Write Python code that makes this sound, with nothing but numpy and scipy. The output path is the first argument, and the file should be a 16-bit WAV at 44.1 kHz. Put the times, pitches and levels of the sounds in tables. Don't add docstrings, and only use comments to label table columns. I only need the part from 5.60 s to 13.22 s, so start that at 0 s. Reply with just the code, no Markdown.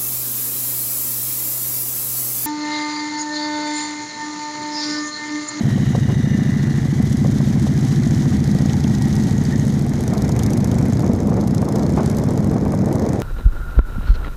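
import sys
import numpy as np
from scipy import signal
from scipy.fft import rfft, irfft
from scipy.io import wavfile

SR = 44100
rng = np.random.default_rng(int(sys.argv[2]) if len(sys.argv) > 2 else 0)


def master(y):
    cut = np.clip(np.atleast_2d(y).T, -1, 1)
    pcm = np.round(cut * 32767)
    wavfile.write(sys.argv[1], SR, pcm.astype(np.int16))


N = 336024
TIME = np.arange(N) / SR

# freq_hz, gain_db
NEAR_SPIT_SPECTRUM = [(800, -24), (2600, -13), (4000, -2), (6500, 4.5), (8500, -1.5), (12000, -4),
                      (13200, -5.5), (14200, -22), (15500, -30)]
# freq_hz, gain_db
BUFFET_SPECTRUM = [(20, -44), (60, -18), (150, 1.5), (350, 8), (600, 1), (900, -7.5), (1400, -18.5),
                   (2200, -34), (4000, -80), (15000, -89)]


def gain_of(db):
    return 10 ** (np.asarray(db) / 20)


def unit_rms(x):
    return x / np.sqrt(np.mean(x ** 2) + 1e-20)


def curves(rows):
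    time_s, *columns = np.transpose(rows)
    return [np.interp(TIME, time_s, column) for column in columns]


def add(mix, start_s, sound):
    part = mix[max(round(start_s * SR), 0):][:len(sound)]
    part += sound[:len(part)]


def coloured(x, spectrum):
    freq_hz, gain_db = np.transpose(spectrum)
    bins_hz = abs(np.fft.fftfreq(8192, 1 / SR))
    log_gain = np.log(gain_of(np.interp(np.log(bins_hz + 1), np.log(freq_hz), gain_db)))
    response = np.exp(np.conj(signal.hilbert(log_gain)))
    taps = np.fft.ifft(response).real[:len(bins_hz) // 2]
    return signal.oaconvolve(x, taps / np.linalg.norm(taps))[:N]


def wander(cutoff_hz):
    lowpass = np.exp(-(np.fft.rfftfreq(N, 1 / SR) / cutoff_hz) ** 2)
    return unit_rms(irfft(rfft(rng.standard_normal(N)) * lowpass, N))


def swell(rise_s):
    rises = np.arange(int(9 * rise_s * SR) + 2) / (rise_s * SR)
    return rises * np.exp(1 - rises)


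def ring(pitch_hz, rise_s):
    envelope = swell(rise_s)
    return envelope * np.sin(2 * np.pi * pitch_hz * np.arange(len(envelope)) / SR)


def resonate(x, pitch_hz, width_hz):
    carrier = np.exp(2j * np.pi * np.cumsum(pitch_hz) / SR)
    pole = np.exp(-np.pi * width_hz / SR)
    return (carrier * signal.lfilter([(1 - pole) ** 2], [1, -2 * pole, pole ** 2], x / carrier)).real


def firings(cycles, uneven_db):
    at = np.nonzero(np.diff(np.floor(cycles)) > 0)[0]
    clicks = np.zeros(N)
    clicks[at] = gain_of(uneven_db * np.clip(rng.standard_normal(N)[:len(at)], -2, 2))
    return clicks


def puffs(clicks, rise_s):
    return signal.oaconvolve(clicks, swell(rise_s))[:N] * rng.standard_normal(N)


def bursts(events, spectrum, rise_s, trim_db):
    envelope = np.zeros(N)
    for start_s, level_db in events:
        add(envelope, start_s, gain_of(level_db + trim_db) * swell(rise_s))
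    return coloured(envelope * rng.standard_normal(N), spectrum)


def crank(speed, start_cycles, jitter_cycles=.003):
    return start_cycles + np.cumsum(curves(speed)[0]) / SR + jitter_cycles * wander(4.4)


def throttle(exhaust, twists, open_s=0.086, close_s=0.21, thump_share=0.057):
    lift_db = np.zeros(N)
    for start_s, hold_s, twist_db in twists:
        opening = 1 + (TIME - start_s) / open_s
        closing = 1 - (TIME - start_s - hold_s) / close_s
        lift_db += twist_db * np.clip(np.minimum(opening, closing), 0, 1)
    thump_db, spit_db, rear_db, lope_db = curves(exhaust)
    return thump_db + thump_share * lift_db, spit_db + lift_db, rear_db, lope_db


def thump(cycles, strokes, thump_db, uneven_db):
    out = np.zeros(N)
    for phase_cycles, pitch_hz, width_hz, level_db in strokes:
        pipe = ring(pitch_hz, rise_s=1 / (np.pi * width_hz))
        clicks = firings(cycles - phase_cycles, uneven_db)
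        out += gain_of(level_db) * signal.oaconvolve(clicks, pipe)[:N]
    return out * gain_of(thump_db)


def spit(cycles, spit_db, spectrum, valves_cycles, rear_db, lope_db, rise_s, uneven_db=1.9, tints=4):
    front_cycles, rear_cycles = (cycles - phase for phase in valves_cycles)
    front = firings(front_cycles, uneven_db)
    rear = firings(rear_cycles, uneven_db) * gain_of(rear_db - lope_db * np.cos(np.pi * rear_cycles))
    clicks = (front + rear) * gain_of(spit_db)
    freq_hz, gain_db = np.transpose(spectrum)
    tints_db = 2.5 * rng.standard_normal((tints, len(freq_hz)))
    tints_db -= tints_db.mean(0)
    chosen = rng.integers(0, tints, N)[np.floor(2 * front_cycles).astype(int)]
    gas = puffs(clicks, rise_s) + 0.12 * puffs(clicks, rise_s=0.0065)
    return sum(coloured(gas * (chosen == k), np.transpose([freq_hz, gain_db + tint_db]))
               for k, tint_db in enumerate(tints_db))


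def near_twin(valves_cycles=(.968, .382)):
    # time_s, cycle_hz
    speed = [(0.0, 13.416), (0.84, 13.748), (1.31, 13.757), (1.98, 14.154), (2.88, 14.139), (4.6, 14.02),
             (5.07, 14.3), (6.53, 14.564), (7.01, 14.451), (7.62, 14.7)]
    # time_s, thump_db, spit_db, rear_vs_front_db, lope_db
    exhaust = [(0, 0, -42, -4, 2), (1.05, .5, -56, -8, 4), (1.5, 0.5, -34.5, -0.5, -3),
               (2.6, 0.6, -43.5, -4, 3), (3.4, -2, -37, -10, 7), (4.15, -0.5, -34, -5, -4),
               (4.45, -5, -33.5, -2, 7.5), (4.85, -2, -32.5, -1.5, -2), (5.3, -3.5, -34.5, -3.5, 2),
               (5.6, -7.5, -33.5, -8, -2), (6.15, -6, -37, -6.5, -6), (6.9, -3, -36, -3, -1),
               (7.62, -12, -36, -7, 2.5)]
    # start_s, hold_s, twist_db
    twists = [(4.68, 0.39, 3), (7.24, 0.14, 3)]
    # phase_cycles, pitch_hz, width_hz, level_db
    strokes = [(-.017, 110.5, 25, -12.9), (-.017, 345, 35, -33), (.218, 155.3, 94.8, -9.4),
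               (.323, 142.1, 46.2, -10.4), (.616, 215.2, 87.1, -8.6)]
    cycles = crank(speed, start_cycles=-.491)
    thump_db, spit_db, rear_db, lope_db = throttle(exhaust, twists)
    return (thump(cycles, strokes, thump_db, uneven_db=0) + load_bark(cycles, valves_cycles)
            + spit(cycles, spit_db, NEAR_SPIT_SPECTRUM, valves_cycles, rear_db, lope_db, rise_s=0.001))


def second_twin(valves_cycles=(.977, .45)):
    # time_s, cycle_hz
    speed = [(0.0, 13.586), (0.48, 13.905), (2.03, 13.354), (3.59, 13.961), (4.8, 13.778), (5.4, 13.791),
             (6.79, 14.33), (7.62, 14.439)]
    # time_s, thump_db, spit_db, rear_vs_front_db, lope_db
    exhaust = [(0, -5.5, -46, -3, 1.2), (1.2, 0, -48, -5, 1), (1.95, 1, -49, -6, 1.2),
               (2.2, 0, -32, -2, 0.81), (3.9, 5, -37, -6, 2.9), (4.5, 5, -38, -6, 4),
               (5.05, 3, -38, -1, 1.47), (5.35, 6.5, -32, 3, 1.1), (5.52, 1, -39, -2, 1.46),
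               (5.9, -2, -43.5, 5.5, 1), (6.2, 3, -36, 3, 1), (6.85, 0, -44.5, 4, 0.57),
               (7.62, 0, -41, -0.5, 1.026)]
    # start_s, hold_s, twist_db
    twists = [(2.85, 1.2, 5.4), (4.68, 0.17, 4.3)]
    # phase_cycles, pitch_hz, width_hz, level_db
    strokes = [(-0.073, 207, 49, -19.6), (0.041, 87, 25, -31), (0.485, 234, 25, -31.1),
               (0.442, 76, 25, -29)]
    overtones = [(0.99, 352, 17, -40.5), (.45, 440, 17, -42.5)]
    # freq_hz, gain_db
    spectrum = [(400, -8), (820, -5), (1200, -18), (2000, 5.5), (2700, -7.5), (4000, 2), (5200, 5.5),
                (5700, 2.5), (6500, 8), (8500, -4), (12000, -11), (13500, -13), (15500, -29)]
    cycles = crank(speed, start_cycles=-.699)
    thump_db, spit_db, rear_db, lope_db = throttle(exhaust, twists)
    return (thump(cycles, strokes + overtones, thump_db, uneven_db=1.5)
            + spit(cycles, spit_db, spectrum, valves_cycles, rear_db, lope_db, rise_s=0.0011))


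def pack(jitter=.03, roughness=0.26, boom_trim_db=5.5, bark_trim_db=-1):
    # time_s, boom_db, bark_db
    levels = [(0, -28.5, -42), (1.0, -29, -44), (1.8, -26, -49), (3.4, -24, -47), (4.42, -28, -36),
              (4.53, -25, -29.5), (5.3, -24, -34.5), (6.3, -25.5, -34.5), (7.62, -24.5, -31.5)]
    # time_s, first_hz, second_hz, third_hz
    rates = [(0, 14.2, 27.7, 17.9), (2, 14.36, 27.4, 20.4), (4, 13.7, 29, 21.8), (5, 18.5, 28.3, 23.5),
             (6, 20, 30, 24), (7.62, 22.7, 33.3, 26.1)]
    # freq_hz, gain_db
    boom_spectrum = [(25, -24), (50, -18.5), (70, -7.5), (90, -4.5), (118, -1), (140, -5), (168, -5.5),
                     (198, -1), (250, -6.5), (340, -13), (500, -38), (900, -51.5), (4000, -85.5)]
    bark_spectrum = [(150, -10.5), (300, -7.5), (430, 3.5), (560, -6), (750, -5), (1000, -15.5),
                     (1500, -22.5), (2500, -38), (5000, -86), (15000, -83)]
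    clicks = np.zeros(N)
    for rate_hz in curves(rates):
        cycles = np.cumsum(rate_hz * (1 + jitter * wander(5))) / SR
        clicks += firings(cycles, uneven_db=1.6)
    gas = unit_rms(puffs(clicks, rise_s=0.0072))
    boom = unit_rms(coloured(unit_rms(clicks) + roughness * gas, boom_spectrum))
    bark = unit_rms(coloured(gas, bark_spectrum))
    boom_db, bark_db = curves(levels)
    return gain_of(boom_db + boom_trim_db) * boom + gain_of(bark_db + bark_trim_db) * bark


def gear_whirr(jitter=.007, trim_db=-2.5):
    # time_s, turn_hz
    shaft = [(0, 91), (.7, 90.5), (1.3, 89.5), (2.3, 86), (4.2, 86), (7.62, 91)]
    # pitch_hz, width_hz, gain_db
    modes = [(1640, 110, -7.5), (1828, 100, 0.5), (1983, 73, 1.5), (3820, 430, -15.5)]
    # time_s, level_db
    levels = [(0, -41.5), (.45, -40), (.75, -39), (.94, -37.5), (1.14, -38.5), (1.45, -44.5), (2.0, -46),
              (2.6, -43), (3.0, -45), (3.2, -56), (3.95, -43), (4.3, -52), (5.6, -62), (7.62, -52)]
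    turns = np.cumsum(curves(shaft)[0] * (1 + jitter * wander(4))) / SR
    clicks = firings(turns, uneven_db=1.1)
    drive = unit_rms(clicks) + .5 * unit_rms(puffs(clicks, rise_s=.0005)) + .2 * rng.standard_normal(N)
    bins_hz = np.fft.rfftfreq(N, 1 / SR)
    casing = sum((-1) ** k * gain_of(gain_db) / (1 + 1j * (bins_hz - pitch_hz) / width_hz) ** 2
                 for k, (pitch_hz, width_hz, gain_db) in enumerate(modes))
    return gain_of(curves(levels)[0] + trim_db) * unit_rms(irfft(rfft(drive) * casing, N))


def singing_metal(flutter_db=3):
    # peak_s, sigma_s, pitch_hz, width_hz, drift_hz_per_s, level_db
    tones = [(0.042, 0.28, 1895, 36.7, -120, -45.5), (0.125, 0.28, 3040, 260, -200, -52),
             (0.1, 0.2, 3890, 170, -250, -50.5), (0.12, .26, 6680, 303, -300, -53),
             (0.6, 0.42, 2870, 130, -76, -52), (0.655, 0.24, 3750, 218, -220, -49.5),
             (0.667, 0.25, 6020, 260, -200, -50), (1.025, .18, 4280, 40, -59, -57),
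             (0.722, 0.15, 1975, 24, 130, -44), (0.76, 0.061, 1793, 22, 0, -42),
             (1.484, 0.16, 2022, 35, 48, -47.5), (3.4, 0.56, 1899, 40, -14, -46),
             (3.4, 1, 776, 60, 0, -45.5), (3.6, 0.68, 886, 70, 0, -48.5), (6.3, 0.99, 5220, 140, 0, -59.5),
             (3.935, 0.013, 1830, 120, 0, -32)]
    rub = rng.standard_normal(N) * gain_of(flutter_db * wander(88))
    out = np.zeros(N)
    for peak_s, sigma_s, pitch_hz, width_hz, drift_hz_per_s, level_db in tones:
        span = abs(TIME - peak_s) < 3 * sigma_s
        offset_s = TIME[span] - peak_s
        tone = unit_rms(resonate(rub[span], pitch_hz + drift_hz_per_s * offset_s, width_hz))
        out[span] += gain_of(level_db) * np.exp(-(offset_s / sigma_s) ** 2 / 2) * tone
    return out


def machinery(clatter_trim_db=4, flutter_db=2):
    # time_s, clatter_db, hiss_db
    levels = [(0, -40.5, -40.5), (.85, -42, -43), (2.3, -43, -39.5), (3.9, -41.5, -41),
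              (4.25, -44.5, -43.5), (4.7, -41, -44.5), (5.25, -42.5, -46), (5.65, -46.5, -49.5),
              (6.15, -46.5, -48), (6.5, -43, -44.5), (7.0, -48, -51.5), (7.62, -45, -48.5)]
    # freq_hz, gain_db
    clatter_spectrum = [(300, 8), (420, 3), (535, -7.5), (640, 4), (780, 4), (1050, -4), (1400, -3),
                        (1750, -0.5), (2200, -1.5), (2600, -14), (3500, -31), (6000, -43)]
    hiss_spectrum = [(1500, 5), (2650, -3.5), (3100, 3), (3900, 4.5), (4500, 1.5), (5200, 3), (5700, 4),
                     (6500, 5.5), (7300, -1), (9500, -7), (12500, -9), (14000, -22), (15500, -43)]
    clatter = coloured(rng.standard_normal(N) * gain_of(flutter_db * wander(52)), clatter_spectrum)
    hiss = coloured(rng.standard_normal(N) * gain_of(flutter_db * wander(54)), hiss_spectrum)
    clatter_db, hiss_db = curves(levels)
    return gain_of(clatter_db + clatter_trim_db) * unit_rms(clatter) + gain_of(hiss_db) * unit_rms(hiss)


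def wind(lump_db=1.65, sway_db=1.0):
    # time_s, level_db
    levels = [(0, -38.5), (2, -41.5), (4.35, -36.5), (4.65, -32), (5.2, -27), (5.36, -33.5), (5.46, -26),
              (5.66, -29), (5.78, -24), (5.92, -31), (6.19, -22), (6.31, -31), (6.6, -24.5), (7.03, -26.5),
              (7.11, -30), (7.17, -34), (7.29, -21), (7.4, -25), (7.62, -25)]
    eddies = rng.standard_normal(N) * gain_of(lump_db * wander(57) + sway_db * wander(5.9))
    return gain_of(curves(levels)[0]) * unit_rms(coloured(eddies, BUFFET_SPECTRUM))


def knocks_and_ringing_barks():
    # start_s, level_db, tilt_db_per_octave
    events = [(.177, -22.5, -8), (0.3492, -16.5, 0.5), (1.252, -29, -1), (1.645, -19.5, -0.5),
              (1.659, -27, 0), (1.805, -31, 8.5), (1.958, -25.5, -3), (2.066, -26, 3.5), (2.654, -30, 2),
              (6.026, -15.5, 1), (7.06, -21, 3), (7.136, -19, 3)]
    # pitch_hz, mode_db, t60_s
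    modes = [(456, 3, 0.026), (559, -4, 0.071), (727, -1.5, 0.034), (930, -12.5, 0.045), (1046, -7, 0.023),
             (1215, -19.5, 0.055), (1544, -21.5, 0.03)]
    age_s = np.arange(SR // 5) / SR
    out = np.zeros(N)
    for start_s, level_db, tilt_db_per_octave in events:
        for k, (pitch_hz, mode_db, t60_s) in enumerate(modes):
            tilt_db = tilt_db_per_octave * np.log2(pitch_hz / modes[0][0])
            envelope = gain_of(level_db + mode_db + tilt_db - 60 * age_s / t60_s)
            add(out, start_s, (-1) ** k * envelope * np.sin(2 * np.pi * pitch_hz * age_s))
    return out


def wind_slaps_and_barks(tail_db=-7, tail_stretch=2.4):
    # start_s, level_db, length_s
    events = [(0.485, -27.5, 0.024), (4.525, -26, 0.025), (5.427, -23.5, 0.02), (5.719, -24, 0.0069),
              (5.769, -29.5, 0.028), (6.081, -22, 0.005), (6.153, -26.5, 0.023), (6.367, -19.5, 0.026),
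              (6.392, -22, 0.016), (6.957, -23, 0.011), (7.065, -22.5, 0.0054), (7.131, -24.5, 0.0067),
              (7.235, -27, 0.0036), (7.309, -23, 0.011)]
    # freq_hz, gain_db
    attack_spectrum = [(150, -24), (350, 16.5), (530, 5.5), (770, 6.5), (1100, 1.5), (1600, -8.5),
                       (2400, -17), (5000, -53)]
    attack, tail = np.zeros((2, N))
    for start_s, level_db, length_s in events:
        add(attack, start_s, gain_of(level_db) * swell(length_s / 3))
        add(tail, start_s, gain_of(level_db + tail_db) * swell(tail_stretch * length_s / 3))
    return (coloured(attack * rng.standard_normal(N), attack_spectrum)
            + coloured(tail * rng.standard_normal(N), BUFFET_SPECTRUM))


def pops():
    # start_s, pitch_hz, level_db
    events = [(2.843, 740, -33), (2.984, 700, -25), (3.058, 720, -27), (3.14, 830, -24.5),
              (3.274, 825, -30), (3.415, 890, -29)]
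    out = np.zeros(N)
    for start_s, pitch_hz, level_db in events:
        add(out, start_s, gain_of(level_db) * ring(pitch_hz, rise_s=0.0017))
    return out


def clacks():
    # start_s, level_db
    strikes = [(3.093, -27), (3.1309, -40), (3.2401, -29), (4.793, -25), (5.114, -32)]
    # freq_hz, gain_db
    spectrum = [(900, -11), (1600, -4), (2200, -1), (3200, 20), (4500, -1), (7000, -25), (14000, -49)]
    return bursts(strikes, spectrum, rise_s=0.0024, trim_db=-8)


def load_bark(cycles, valves_cycles, rear_db=-6, trim_db=-2):
    # time_s, level_db
    levels = [(0, -45), (3.6, -34), (4.35, -23.5), (4.55, -22), (5.05, -21), (5.35, -24), (5.6, -22),
              (6.1, -25.5), (6.8, -22.5), (7.62, -21)]
    # freq_hz, gain_db
    spectrum = [(150, -21), (300, 7), (450, 5.5), (600, 4.5), (800, -2), (1100, -9), (1600, -19.5),
                (2300, -16), (3200, -37.5), (8000, -57)]
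    front, rear = (firings(cycles - phase, uneven_db=2) for phase in valves_cycles)
    gas = puffs(front + gain_of(rear_db) * rear, rise_s=0.0016)
    return gain_of(curves(levels)[0] + trim_db) * coloured(gas, spectrum)


def hard_spits():
    # start_s, level_db
    charges = [(4.4772, -21), (4.535, -23.5), (4.571, -34), (4.62, -20), (4.691, -23), (4.7905, -21),
               (4.8327, -18.5), (4.862, -22), (4.9035, -31), (5.0437, -22), (5.1845, -26), (5.8738, -23.5),
               (5.9465, -21.5), (6.0865, -24), (6.123, -26), (6.157, -24), (6.431, -28), (6.459, -21.5),
               (6.498, -23), (6.513, -29), (6.568, -24), (6.584, -23), (7.3951, -29), (7.488, -26)]
    return bursts(charges, NEAR_SPIT_SPECTRUM, rise_s=0.0014, trim_db=-9)


def scene():
    exhausts = near_twin() + second_twin() + hard_spits() + pops() + pack()
    moving_parts = gear_whirr() + singing_metal() + machinery()
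    return (exhausts + moving_parts + wind() + wind_slaps_and_barks()
            + knocks_and_ringing_barks() + clacks())[None]


def record(dry, highpass_hz=8, ceiling=0.49, lowpass_hz=15700):
    highpassed = signal.lfilter(*signal.butter(1, highpass_hz, "high", fs=SR), dry)
    rounded = highpassed / (1 + (highpassed / ceiling) ** 6) ** (1 / 6)
    taps = signal.firwin(511, lowpass_hz, window=("kaiser", 9), fs=SR)
    return signal.oaconvolve(rounded, taps[None], "same")


dry = scene()
out = record(dry)
master(out)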